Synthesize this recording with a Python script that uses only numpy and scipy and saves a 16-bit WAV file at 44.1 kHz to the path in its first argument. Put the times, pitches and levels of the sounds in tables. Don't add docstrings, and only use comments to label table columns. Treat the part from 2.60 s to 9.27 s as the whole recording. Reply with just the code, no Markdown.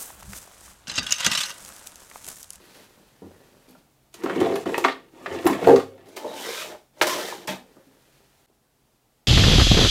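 import sys
import numpy as np
from scipy import signal
from scipy.fft import rfft, irfft, next_fast_len
from scipy.io import wavfile
from scipy.ndimage import uniform_filter1d, minimum_filter1d

SR = 44100
rng = np.random.default_rng(int(sys.argv[2]) if len(sys.argv) > 2 else 0)


def dump(signal):
    limited = np.clip(np.atleast_2d(signal).T, -1, 1)
    pcm = np.round(limited * 32767).astype(np.int16)
    wavfile.write(sys.argv[1], SR, pcm)


def gain_from_db(level_db):
    decades = np.asarray(level_db, float) / 20
    return 10 ** decades


N = 294147
SCENE_CHANGE_S = 5.862


def rms_one(x):
    return x / np.sqrt(np.mean(x ** 2) + 1e-20)


def at_hz(points, hz):
    table_hz, values = np.array(points).T
    return np.interp(np.log(hz + 1), np.log(table_hz), values)


def coloured(x, spectrum):
    size = next_fast_len(N)
    response = gain_from_db(at_hz(spectrum, np.fft.rfftfreq(size, 1 / SR)))
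    return rms_one(irfft(rfft(x, size) * response, size)[:N])


def drift(rate_hz):
    r = np.exp(-32 * np.pi * rate_hz / SR)
    warm_up = 3000
    noise = rng.standard_normal(N // 16 + warm_up + 1)
    slow = signal.lfilter([1], [1, -2 * r, r * r], noise)[warm_up:]
    return np.interp(np.arange(N) / 16, np.arange(len(slow)), rms_one(slow))


def grit(per_s, spread_db, judder_db, judder_hz):
    sizes = gain_from_db(spread_db * np.minimum(rng.exponential(1, N), 4.0)) * rng.choice([-1, 1], N)
    catches = rng.random(N) < per_s / SR
    return rms_one(sizes * catches * gain_from_db(judder_db * drift(judder_hz)))


def body(force, modes):
    out, power = 0, 0
    for k, (hz, width_hz, level_db) in enumerate(modes):
        r = np.exp(-np.pi * width_hz / SR)
        b = (1 - r * r) / 2 * gain_from_db(level_db) * (-1) ** k
        poles = [1, -2 * r * np.cos(2 * np.pi * hz / SR), r * r]
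        out = out + signal.lfilter([b, 0, -b], poles, force + 1e-18)
        power += gain_from_db(2 * level_db) * np.pi * width_hz / SR
    return out / np.sqrt(power)


def wandering(modes, force, wander_db):
    power = sum(gain_from_db(2 * level_db) * width_hz for _, width_hz, level_db in modes)
    out = 0
    for k, (hz, width_hz, level_db) in enumerate(modes):
        mode = body(force * gain_from_db(wander_db * drift(14.0)), [(hz, width_hz, 0)])
        out = out + mode * gain_from_db(level_db) * np.sqrt(width_hz / power) * (-1) ** k
    return out


def dull(x, cut_hz):
    return signal.sosfilt(signal.butter(2, cut_hz, fs=SR, output="sos"), x)


def puff(t60):
    t = np.arange(SR // 5) / SR
    force = rng.standard_normal(len(t)) * gain_from_db(-60 * t / t60)
    force[0] += 12.0
    return force


def add(track, s, sound, peak_db):
    at = round(s * SR)
    track[at:at + len(sound)] += (gain_from_db(peak_db) / np.abs(sound).max() * sound)[:N - at]


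def room_tone():
    # pitch_hz, density_db
    floor_spectrum = [(12, -40.5), (20, -16.5), (38, -4.5), (107, -12.5), (134, 0), (177, -13.5), (216, -7),
                      (285, -10), (527, -14.5), (825, -13.5), (976, -18), (1860, -23), (16000, -28)]
    t = np.arange(N) / SR
    level_db = -66 + 3 * (t < SCENE_CHANGE_S)
    return gain_from_db(level_db) * coloured(grit(27000, 1.5, 0.71, 8.0), floor_spectrum)


def person():
    # start_s, length_s, shuffle_db,
    # rustle_db, sag_db_per_s
    moves = [
        (0.0, 0.14, -55.5, -60.5, 13),
        (0.153, 0.094, -54.5, -61, 14),
        (0.298, 0.89, -62, -69.5, 6),
        (1.086, 0.0073, -74, -72, 7),
        (5.067, .79, -59, -72, 8.5),
        (5.399, 0.18, -91, -83.5, 4.5),
             (.65, .38, -58, -90, 5),
    ]
    # pitch_hz, density_db
    shuffle_spectrum = [(59, -15), (100, -4), (297, 0), (431, 3), (541, -2), (606, -2), (760, -9),
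                        (1500, -15), (1950, -12), (3300, -120)]
    # pitch_hz, density_db
    cloth_spectrum = [(530, -19), (900, -4.5), (1040, -8.5), (1360, -7.5), (1990, -9), (2830, -9),
                      (13800, -18), (16000, -22.5)]
    attack_s, release_db_per_s = 0.011, 202
    t, shuffle, rustle = np.arange(N) / SR, 0, 0
    for s, length, shuffle_db, rustle_db, sag in moves:
        rise = np.clip((t - s) / attack_s + 1, 0, 1)
        release = gain_from_db(-release_db_per_s * np.maximum(t - s - length, 0))
        shape = rise * release * (t < SCENE_CHANGE_S)
        age = np.maximum(t - s, 0)
        shuffle = shuffle + shape * gain_from_db(shuffle_db - 2.0 * sag * age)
        rustle = rustle + shape * gain_from_db(rustle_db - 0.18 * sag * age)
    low = shuffle * coloured(grit(1500, 5.6, 0.99, 14), shuffle_spectrum)
    return low + gain_from_db(5.5) * rustle * coloured(grit(10000, 2.5, 0.86, 25), cloth_spectrum)


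def steps():
    # start_s, peak_db, pitch_hz, t60_s
    footfalls = [
        (0.375, -47, 233, 0.26),
        (0.62, -33, 218, 0.25),
        (0.71, -42, 370, 0.095),
        (1.083, -43, 240, 0.41),
        (1.15, -40.5, 666, 0.08),
        (5.167, -38.5, 324, 0.17),
        (5.899, -52.5, 403, 0.15),
    ]
    out = np.zeros(N)
    for s, peak_db, hz, t60 in footfalls:
        modes = [(hz, .5 * hz, 0), (0.61 * hz, 0.1 * hz, -3), (1.86 * hz, 0.17 * hz, -10)]
        sound = body(puff(t60), modes)
        add(out, s, dull(dull(sound, 1120), 1600), peak_db - 2.5)
    return out


def boom():
    # start_s, peak_db, pitch_hz, t60_s, swell_s
    ringing_panels = [(3.072, -45, 100, .8, .04), (3.075, -24, 137, .2, 0.016),
                      (3.0722, -3, 486, 0.04, 0.00053), (4.878, -36, 250, 0.29, 0.0046),
                      (4.878, -39.5, 190, 0.34, 0.0102), (4.878, -34.5, 870, 0.1, 0.0023),
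                      (4.88, -39, 610, 0.12, 0.0026), (4.878, -37, 280, 0.29, 0.0034),
                      (4.879, -43, 135, 0.36, 0.0029), (4.89, -57.5, 75, 0.35, 0.0204),
                      (.63, -49, 89.6, 0.24, 0.018)]
    out, t = np.zeros(N), np.arange(SR // 2) / SR
    for s, peak_db, hz, t60, swell in ringing_panels:
        add(out, s, np.sin(2 * np.pi * hz * t) * (1 - np.exp(-t / swell)) * gain_from_db(-60 * t / t60), peak_db)
    return out


def scrapes():
    # start_s, length_s, centre_hz, width_share (of centre), peak_db
    brushes = [(1.087, .004, 4200, .4, -52), (1.09, .006, 12500, .5, -51), (1.096, .003, 7000, .4, -51.5),
               (1.107, .004, 13000, .5, -50), (1.108, .008, 5000, .8, -57), (1.13, .002, 2600, .6, -58),
               (1.62, .003, 1500, .8, -39), (1.752, .002, 6500, .6, -46), (1.778, .004, 3000, .2, -36),
               (1.94, .008, 4200, .4, -38), (2.241, .003, 6000, .3, -30), (2.295, .035, 3430, .5, -31.5),
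               (2.725, .035, 5000, .8, -42), (2.909, .003, 5500, .7, -32), (3.095, .003, 2200, .6, -22.5),
               (3.073, .002, 3995, 1.0, -25), (3.005, .05, 2200, .6, -34.5), (2.66, .006, 1400, 1.0, -23),
               (3.675, 0.067, 3752, .06, -42), (3.765, .03, 2720, .3, -37.5), (3.85, .09, 5200, .15, -37),
               (3.975, .07, 2500, .1, -33), (3.985, .03, 3600, .2, -34), (4.471, .004, 5600, .3, -23.5),
               (4.49, .055, 5500, .25, -27.5), (4.49, .04, 1054, 0.17, -26.5),
               (4.49, 0.044, 1800, .1, -30.5), (4.55, .006, 3500, .4, -30), (4.605, .008, 4500, .3, -31),
               (4.633, .004, 5390, .2, -35), (4.65, .012, 3700, .15, -33), (4.91, .04, 2200, .5, -35),
               (4.422, .02, 1500, .8, -22), (4.11, .05, 1500, .6, -44), (4.416, .012, 4320, .6, -17.5),
               (.62, .002, 470, .5, -36), (.64, .035, 320, 0.54, -38), (2.18, .004, 13000, .4, -27),
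               (1.955, .01, 2500, .8, -29.5)]
    out, t = np.zeros(N), np.arange(SR // 6) / SR
    for s, length, hz, share, peak_db in brushes:
        force = rng.standard_normal(len(t)) * gain_from_db(3.0 * rng.exponential(1, len(t)).clip(0, 3))
        fall_s = .012 + 30.0 / hz
        force = force * gain_from_db(-60 * np.maximum(t - length, 0) / fall_s)
        mode = [(hz, share * hz, 0)]
        add(out, s, body(body(force, mode), mode), peak_db)
    return out


def tools():
    # start_s, peak_db, pitch_hz, t60_s
    tool_ticks = [(1.541, -40, 9500, .02), (1.643, -42, 14620, .02), (1.643, -42, 12000, .02),
                  (1.955, -40, 13480, .08), (1.956, -39.5, 7200, .032), (1.957, -34.5, 10500, .03),
                  (2.059, -50, 11300, .017), (2.18, -35, 12700, .022), (2.181, -36, 9840, .022),
                  (2.25, -61.5, 12200, .4), (2.856, -24, 13500, .015), (2.867, -31, 12800, .015),
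                  (2.868, -34, 15600, .03), (2.868, -32, 7400, .015), (2.872, -15, 11050, .018),
                  (2.873, -29, 13900, .03), (2.874, -27, 9790, .03), (2.874, -26, 7490, .03),
                  (2.885, -36, 10800, .03), (2.889, -38, 15200, .06), (2.875, -32.5, 5700, .03),
                  (2.909, -36.5, 13190, .02), (2.909, -38, 8000, .02), (3, -49.5, 10000, .018),
                  (3.036, -45.5, 13500, .03), (3.037, -44, 9000, .03), (3.074, -32, 13800, .04),
                  (3.161, -23.5, 4606, .02), (3.161, -29, 3620, .02), (3.162, -27, 6300, .02),
                  (3.17, -62, 12200, .4), (3.488, -49, 10200, .05), (3.566, -39, 15800, .05),
                  (4.471, -30, 10690, .04)]
    # start_s, peak_db, pitch_hz, t60_s
    wall_knocks = [(1.15, -48, 1374, 0.094), (1.663, -28, 1356, 0.044), (1.697, -24, 1420, 0.036),
                   (1.803, -26.5, 3070, 0.046), (1.804, -38, 3500, .03), (2.1432, -17, 2550, 0.035),
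                   (2.144, -16, 1870, 0.029), (2.145, -19, 955, 0.045), (2.181, -12, 884, 0.031),
                   (2.18, -16.5, 420, 0.057), (2.182, -27, 2640, 0.037), (2.242, -15, 2200, 0.031),
                   (2.248, -16, 3400, .018), (2.068, -34, 3040, 0.056), (2.247, -29, 3900, 0.034),
                   (2.283, -20, 1870, 0.034), (2.537, -40, 321.7, .08), (2.66, -25, 1810, .04),
                   (2.66, -20.5, 1196, 0.044), (2.661, -27, 720, .06), (2.857, -11, 359, 0.1),
                   (5.167, -50, 1210, 0.049), (5.19, -52, 540, .15), (5.27, -48, 270, 0.32),
                   (3.197, -29, 1230, .06), (4.414, -13, 1980, .025), (4.415, -16.5, 870, .04),
                   (4.417, -13.5, 594, .05), (2.248, -11.5, 1110, .03), (4.476, -27, 990, 0.045),
                   (4.587, -34, 880, 0.045), (4.686, -29, 696, 0.051), (4.725, -26, 965, 0.035),
                   (4.89, -25.5, 1910, 0.05), (4.891, -25, 2600, 0.052), (4.892, -26, 3290, 0.046)]
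    out, t = np.zeros(N), np.arange(SR // 2) / SR
    for s, peak_db, hz, t60 in tool_ticks + wall_knocks:
        cluster = sum(np.sin(2 * np.pi * hz * (1 + offset) * t) for offset in [-.09, -.04, .035, .08])
        cluster = cluster * gain_from_db(-60 * t / min(t60, .022))
        ring = np.sin(2 * np.pi * hz * t) * gain_from_db(-60 * t / t60) + 0.37 * cluster
        build_up = np.minimum(t * max(hz, 2500) / 2.4, 1)
        add(out, s, ring * build_up, peak_db)
    return out


def control_curves(strokes):
    edge_s, t, out = .015, np.arange(N) / SR, 0
    for rows in strokes:
        s, *columns = np.transpose(rows)
        s = np.r_[s[0] - edge_s, s, s[-1] + edge_s]
        out = out + np.array([gain_from_db(np.interp(t, s, np.r_[-120, column, -120])) for column in columns])
    return out


def near_region(modes, struck_hz):
    return [(hz, width, db - 7.4 * abs(np.log2(hz / struck_hz))) for hz, width, db in modes]


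def drawer(strokes, blows, low, high, hiss, boom_db, speed_share, rasp_db, clatter_s,
           rasp_per_s, judder_db, thud_db, clack_db, crack_db):
    # pitch_hz, width_hz, level_db
    cabinet = [(79, 19, -5.5), (143, 42, 4)]
    weight, speed = control_curves(strokes)
    out = dull(body(gain_from_db(boom_db) * weight * grit(470, 3.5, 3.7, 18), cabinet), 300)
    catching = grit(900, 3.0, judder_db, 35)
    out += dull(wandering(low, weight * catching, wander_db=4.0), 1200)
    rasp = gain_from_db(rasp_db) * weight ** (1 - speed_share) * speed ** speed_share
    rasp = rasp * grit(rasp_per_s, 3.5, 1.2 * judder_db, 45)
    out += dull(wandering(high, rasp, wander_db=3.0), 4200)
    out += speed * coloured(grit(9700, 4.3, 0.57 * judder_db, 30), hiss)

    bright = coloured(rng.standard_normal(N), hiss)
    age = np.arange(SR // 4) / SR
    for s, peak_db, clack_rel, crack_rel, struck_hz in blows:
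        t60 = clatter_s * gain_from_db(-0.04 * max(clack_rel + 16, 0))
        thud = dull(body(puff(0.55 * t60), near_region(low, struck_hz)), 1200)
        add(out, s, thud, peak_db + thud_db)
        clack = dull(body(puff(1.1 * t60), near_region(high, struck_hz)), 5000)
        add(out, s, clack, peak_db + clack_rel + clack_db)
        cabinet_thump = dull(body(puff(0.23 * t60), cabinet), 390)
        add(out, s, cabinet_thump, peak_db + boom_db - 9.5 * np.log2(struck_hz / 200))
        fall = gain_from_db(-60 * age / (0.67 * t60)) + .3 * gain_from_db(-60 * age / (1.7 * t60))
        crack = fall * bright[round(s * SR):][:SR // 4]
        add(out, s, crack, peak_db + crack_rel + crack_db)
    return out


def slam(count):
    slam_s, peak_db, clack_db, crack_db, mode_hz = 3.072, -3.5, -23, -35, 463
    gap_s = 5 / mode_hz
    return [(slam_s + k * gap_s, peak_db - 0.3 * k * k, clack_db, crack_db, mode_hz) for k in range(count)]


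def wooden_drawer():
    # start_s, weight_db (on the runners), speed_db (sliding)
    strokes = [
        [(1.53, -70.5, -65.5), (1.6, -44, -59), (1.714, -32, -53.5), (1.842, -28.5, -49.5), (2.04, -43, -51.5)],
        [(2.058, -35, -51), (2.208, -40, -48), (2.27, -49.5, -46), (2.398, -55.5, -79), (2.5, -57, -87.5)],
        [(2.52, -58, -71), (2.65, -41.5, -59), (2.735, -33, -49), (2.79, -38, -53.5), (2.842, -39.5, -48),
         (2.936, -27, -44), (2.988, -32, -53), (3.069, -27, -44.5)],
        [(3.07, -33, -45.5), (3.104, -33.5, -46), (3.15, -40, -47), (3.21, -45, -52), (3.25, -50, -58.5),
         (3.344, -47, -80), (3.48, -43, -78)],
    ]
    # start_s, thud_db,
    # clack_rel_db, crack_rel_db, struck_hz
    box_blows = [(1.541, -42.5, -5, 4.5, 650), (1.636, -15.5, -16, -21.5, 330), (1.66, -18, -8, -45, 470),
                 (1.697, -20, -5.5, -28.5, 463), (1.759, -16.5, -16.5, -27.5, 334.5),
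                 (1.803, -19.5, -12.5, -14.5, 399), (1.811, -10, -19, -54, 323),
                 (1.848, -20.5, -22, -33.5, 657), (1.866, -14, -24.5, -31.5, 409),
                 (1.898, -19, -21.5, -33.5, 428), (1.92, -16, -17.5, -40, 409),
                 (1.957, -20, -10, -16, 410.3), (2.058, -17, -14.5, -32, 354),
                 (2.092, -23.5, -13.5, -22.5, 339), (2.144, -23.5, -6.5, -28, 2328),
                 (2.179, -20.5, -6.5, -6.5, 601), (2.241, -19, -2.5, -30.5, 2054),
                 (2.247, -11.5, 2, -22.5, 1050), (2.283, -17, -2, -32.5, 1688),
                 (2.66, -34, -4, -32, 1410), (2.842, -16.5, -21.5, -41, 350),
                  (2.76, -29.5, -16.5, -23.5, 339), (2.856, -15.5, -14, -34.5, 355),
                  (2.866, -11.5, -5, -15, 1020), (2.897, -11.5, -15, -33.5, 358),
                  (3.015, -21.5, -22, -34.5, 463), (3.16, -11, -5.5, -25, 290),
                  (3.18, -11, -14.5, -34, 472), (3.222, -24, -12, -35, 495), (3.199, -19, -4.5, -33, 457),
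                  (3.378, -34.5, -12, -45, 681)]
    # pitch_hz, width_hz, level_db
    low_modes = [(186, 37, -11.5), (262.2, 15.7, -5), (283, 14, -5), (339.3, 24, 0), (403, 32, -3),
                 (463, 24, -3), (532.4, 22, -6.5), (660, 40, -6), (765, 52, -9), (895, 59, -10.5)]
    # pitch_hz, width_hz, level_db
    high_modes = [(1043, 100, -2), (1140, 82, 1.5), (1340, 220, -4), (1626, 80, -2), (1844, 180, -3),
                  (2200, 110, -2), (2600, 500, -7.5), (3150, 140, -9.5), (3406, 320, -10.5)]
    # pitch_hz, density_db
    hiss_spectrum = [(1470, -35), (2500, -7), (4760, -10.5), (7300, -10), (9290, -14.5), (10900, -16.5),
                     (11900, -19.5), (13900, -16.5), (16000, -26.5)]
    out = drawer(strokes, box_blows + slam(count=7), low_modes, high_modes, hiss_spectrum,
                 boom_db=-14.5, speed_share=0.31, rasp_db=-2, clatter_s=0.089,
                 rasp_per_s=1500.0, judder_db=2.0, thud_db=-0.5, clack_db=4.0, crack_db=5.5)
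    seat_s, seat_takes_s, seat_loss_db = 3.147, .004, 9.5
    panels = signal.sosfiltfilt(signal.butter(2, 3000, fs=SR, output="sos"), out)
    seated = np.clip((np.arange(N) / SR - seat_s) / seat_takes_s, 0, 1)
    return out - panels * (1 - gain_from_db(-seat_loss_db * seated))


def singing():
    # start_s, length_s, pitch_hz, peak_db
    rubbed_modes = [(1.761, 0.084, 340, -20), (1.81, 0.04, 440, -22), (1.855, .025, 415, -19),
                    (1.905, .04, 385, -19), (1.655, .03, 460, -29), (1.845, 0.025, 680, -23.5),
                    (1.81, 0.043, 1150, -37), (1.897, .07, 664, -33), (1.98, 0.048, 440, -30.5),
                    (2.09, 0.16, 340, -28), (2.701, 0.069, 423, -35), (2.719, 0.1, 335, -32),
                    (2.71, .06, 85, -45.5), (2.25, 0.04, 270, -25), (2.875, 0.037, 1000, -24.5),
                    (1.81, .02, 351, -17.5), (2.89, 0.025, 400, -21), (3.0725, 0.072, 463, -10),
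                    (3.072, .03, 850, -14), (3.095, 0.027, 800, -15.5), (3.0725, 0.019, 690, -13.5),
                    (3.077, 0.032, 1600, -26), (3.125, 0.022, 400, -9), (3.29, .07, 530, -47),
                    (3.017, .002, 470, -20.5), (2.856, 0.0087, 320, -12), (3.102, 0.069, 250, -22),
                    (3.15, 0.019, 1180, -25.5), (3.16, 0.023, 780, -28.5), (3.21, 0.018, 476, -30),
                    (3.63, 0.065, 505, -38), (3.65, 0.039, 840, -40), (4.099, 0.032, 620, -36.5),
                    (4.439, 0.046, 619, -28.5), (4.41, 0.088, 344, -25), (4.545, 0.05, 345, -32.5),
                    (4.61, 0.042, 460, -39), (4.92, 0.03, 240, -41)]
    rise_s, fall_db_per_s = 0.0028, 900.5
    out, t = np.zeros(N), np.arange(SR // 2) / SR
    for s, length, hz, peak_db in rubbed_modes:
        shape = (1 - np.exp(-t / rise_s)) * gain_from_db(-fall_db_per_s * np.maximum(t - length, 0))
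        twin = .45 * np.sin(2 * np.pi * hz * 1.06 * t)
        add(out, s, shape * (np.sin(2 * np.pi * hz * t) + twin), peak_db)
    return out


def steel_drawer():
    # start_s, weight_db (on the runners), speed_db (sliding)
    strokes = [
        [(3.46, -62, -61), (3.558, -51.5, -62.5), (3.568, -39, -40), (3.6, -43, -50), (3.645, -35, -54),
         (3.75, -41.5, -47), (3.78, -40.5, -42.5), (3.872, -36.5, -38.5), (4.014, -46, -38), (4.126, -40, -52),
         (4.24, -78, -79)],
        [(4.34, -64, -77), (4.405, -46, -53)],
        [(4.42, -20, -23), (4.456, -34, -43.5), (4.47, -35, -29.5), (4.56, -37, -36.5), (4.706, -40.5, -41),
         (4.865, -48.5, -60.5)],
        [(4.875, -29.5, -34), (4.889, -30, -35), (4.975, -49.5, -55.5), (5.061, -62, -77)],
    ]
    # start_s, thud_db, clack_rel_db, crack_rel_db, struck_hz
    blows = [(3.486, -36, -8, -14.5, 283), (3.528, -37.5, -20, -18, 328.6), (3.565, -28, -23, -4.5, 657),
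             (3.664, -28, -8, -22, 563), (4.098, -30, -6, -20.5, 582), (4.413, -9.5, 10.5, -12, 2030),
             (4.47, -16.5, -15, -8, 596), (4.683, -30, -16, -6, 727), (4.726, -27.5, -3, -26, 949),
             (4.876, -28.5, 7.5, -13.5, 270), (4.89, -29, -9, -13, 250), (4.94, -36, -4, -22, 1000),
             (4.586, -33.5, -28, -6.5, 900)]
    # pitch_hz, width_hz, level_db
    low_modes = [(218, 76, -8.5), (270, 56, -4.5), (345, 35, 1), (464, 50, 0), (618, 54, -0.5),
                 (720, 69, -5.5), (870, 68, -2.5)]
    # pitch_hz, width_hz, level_db
    high_modes = [(988, 54, 0.5), (1296, 200, -3.5), (1570, 120, -2), (1785, 130, -3.5), (2022, 150, -3),
                  (2330, 270, -5), (3050, 302, -6), (3770, 490, -7)]
    # pitch_hz, density_db
    hiss_spectrum = [(1470, -35.5), (2500, -15), (2640, -6), (3080, -5.5), (4480, -6.5), (5920, -6),
                     (10500, -13), (12200, -15.5), (14000, -12), (16000, -23)]
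    return drawer(strokes, blows, low_modes, high_modes, hiss_spectrum,
                  boom_db=-26, speed_share=0.95, rasp_db=1.44, clatter_s=0.0806,
                  rasp_per_s=4000.0, judder_db=0.7, thud_db=-1.5, clack_db=-7.0, crack_db=3.0)


def workshop(x):
    # pitch_hz, t60_s
    room_decay = [(150, 0.34), (1000, 0.24), (4000, 0.29), (12000, 0.24)]
    t, tail = np.arange(SR // 2) / SR, 0
    for hz in 62.5 * 2 ** np.arange(8.):
        top_hz = hz * np.sqrt(2) * (1.4 if hz > 7000 else 1)
        band = signal.butter(2, [hz / np.sqrt(2), top_hz], "band", fs=SR, output="sos")
        noise = signal.sosfilt(band, rng.standard_normal(len(t)))
        tail = tail + noise * gain_from_db(-60 * t / at_hz(room_decay, hz))
    tail = tail * np.clip(t / 0.0035 - .5, 0, 1)
    return signal.fftconvolve(x, tail / np.sqrt(np.sum(tail ** 2)))[:N]


def scene():
    near = person() + steps() + boom() + scrapes() + tools()
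    near = near + wooden_drawer() + singing() + steel_drawer()
    near = signal.sosfilt(signal.butter(2, 55, "high", fs=SR, output="sos"), near)
    mix = near + gain_from_db(-9) * workshop(near) + room_tone()
    t = np.arange(N) / SR
    fade_in = np.clip((t - SCENE_CHANGE_S) / 0.023, 0, 1)
    return (mix * np.where(t < SCENE_CHANGE_S, 1, fade_in))[None]


def low_pass(x):
    return signal.sosfilt(signal.butter(12, 15800, fs=SR, output="sos"), x)


def record(dry):
    ceiling, window = .87, 200
    allowed = np.minimum(1, ceiling / (np.abs(dry[0]) + 1e-9))
    gain = uniform_filter1d(minimum_filter1d(allowed, size=window), size=window)
    top = signal.cheby2(10, 40, 16700, fs=SR, output="sos")
    return low_pass(signal.sosfilt(top, dry * gain))


dry = scene()
out = record(dry)
dump(out)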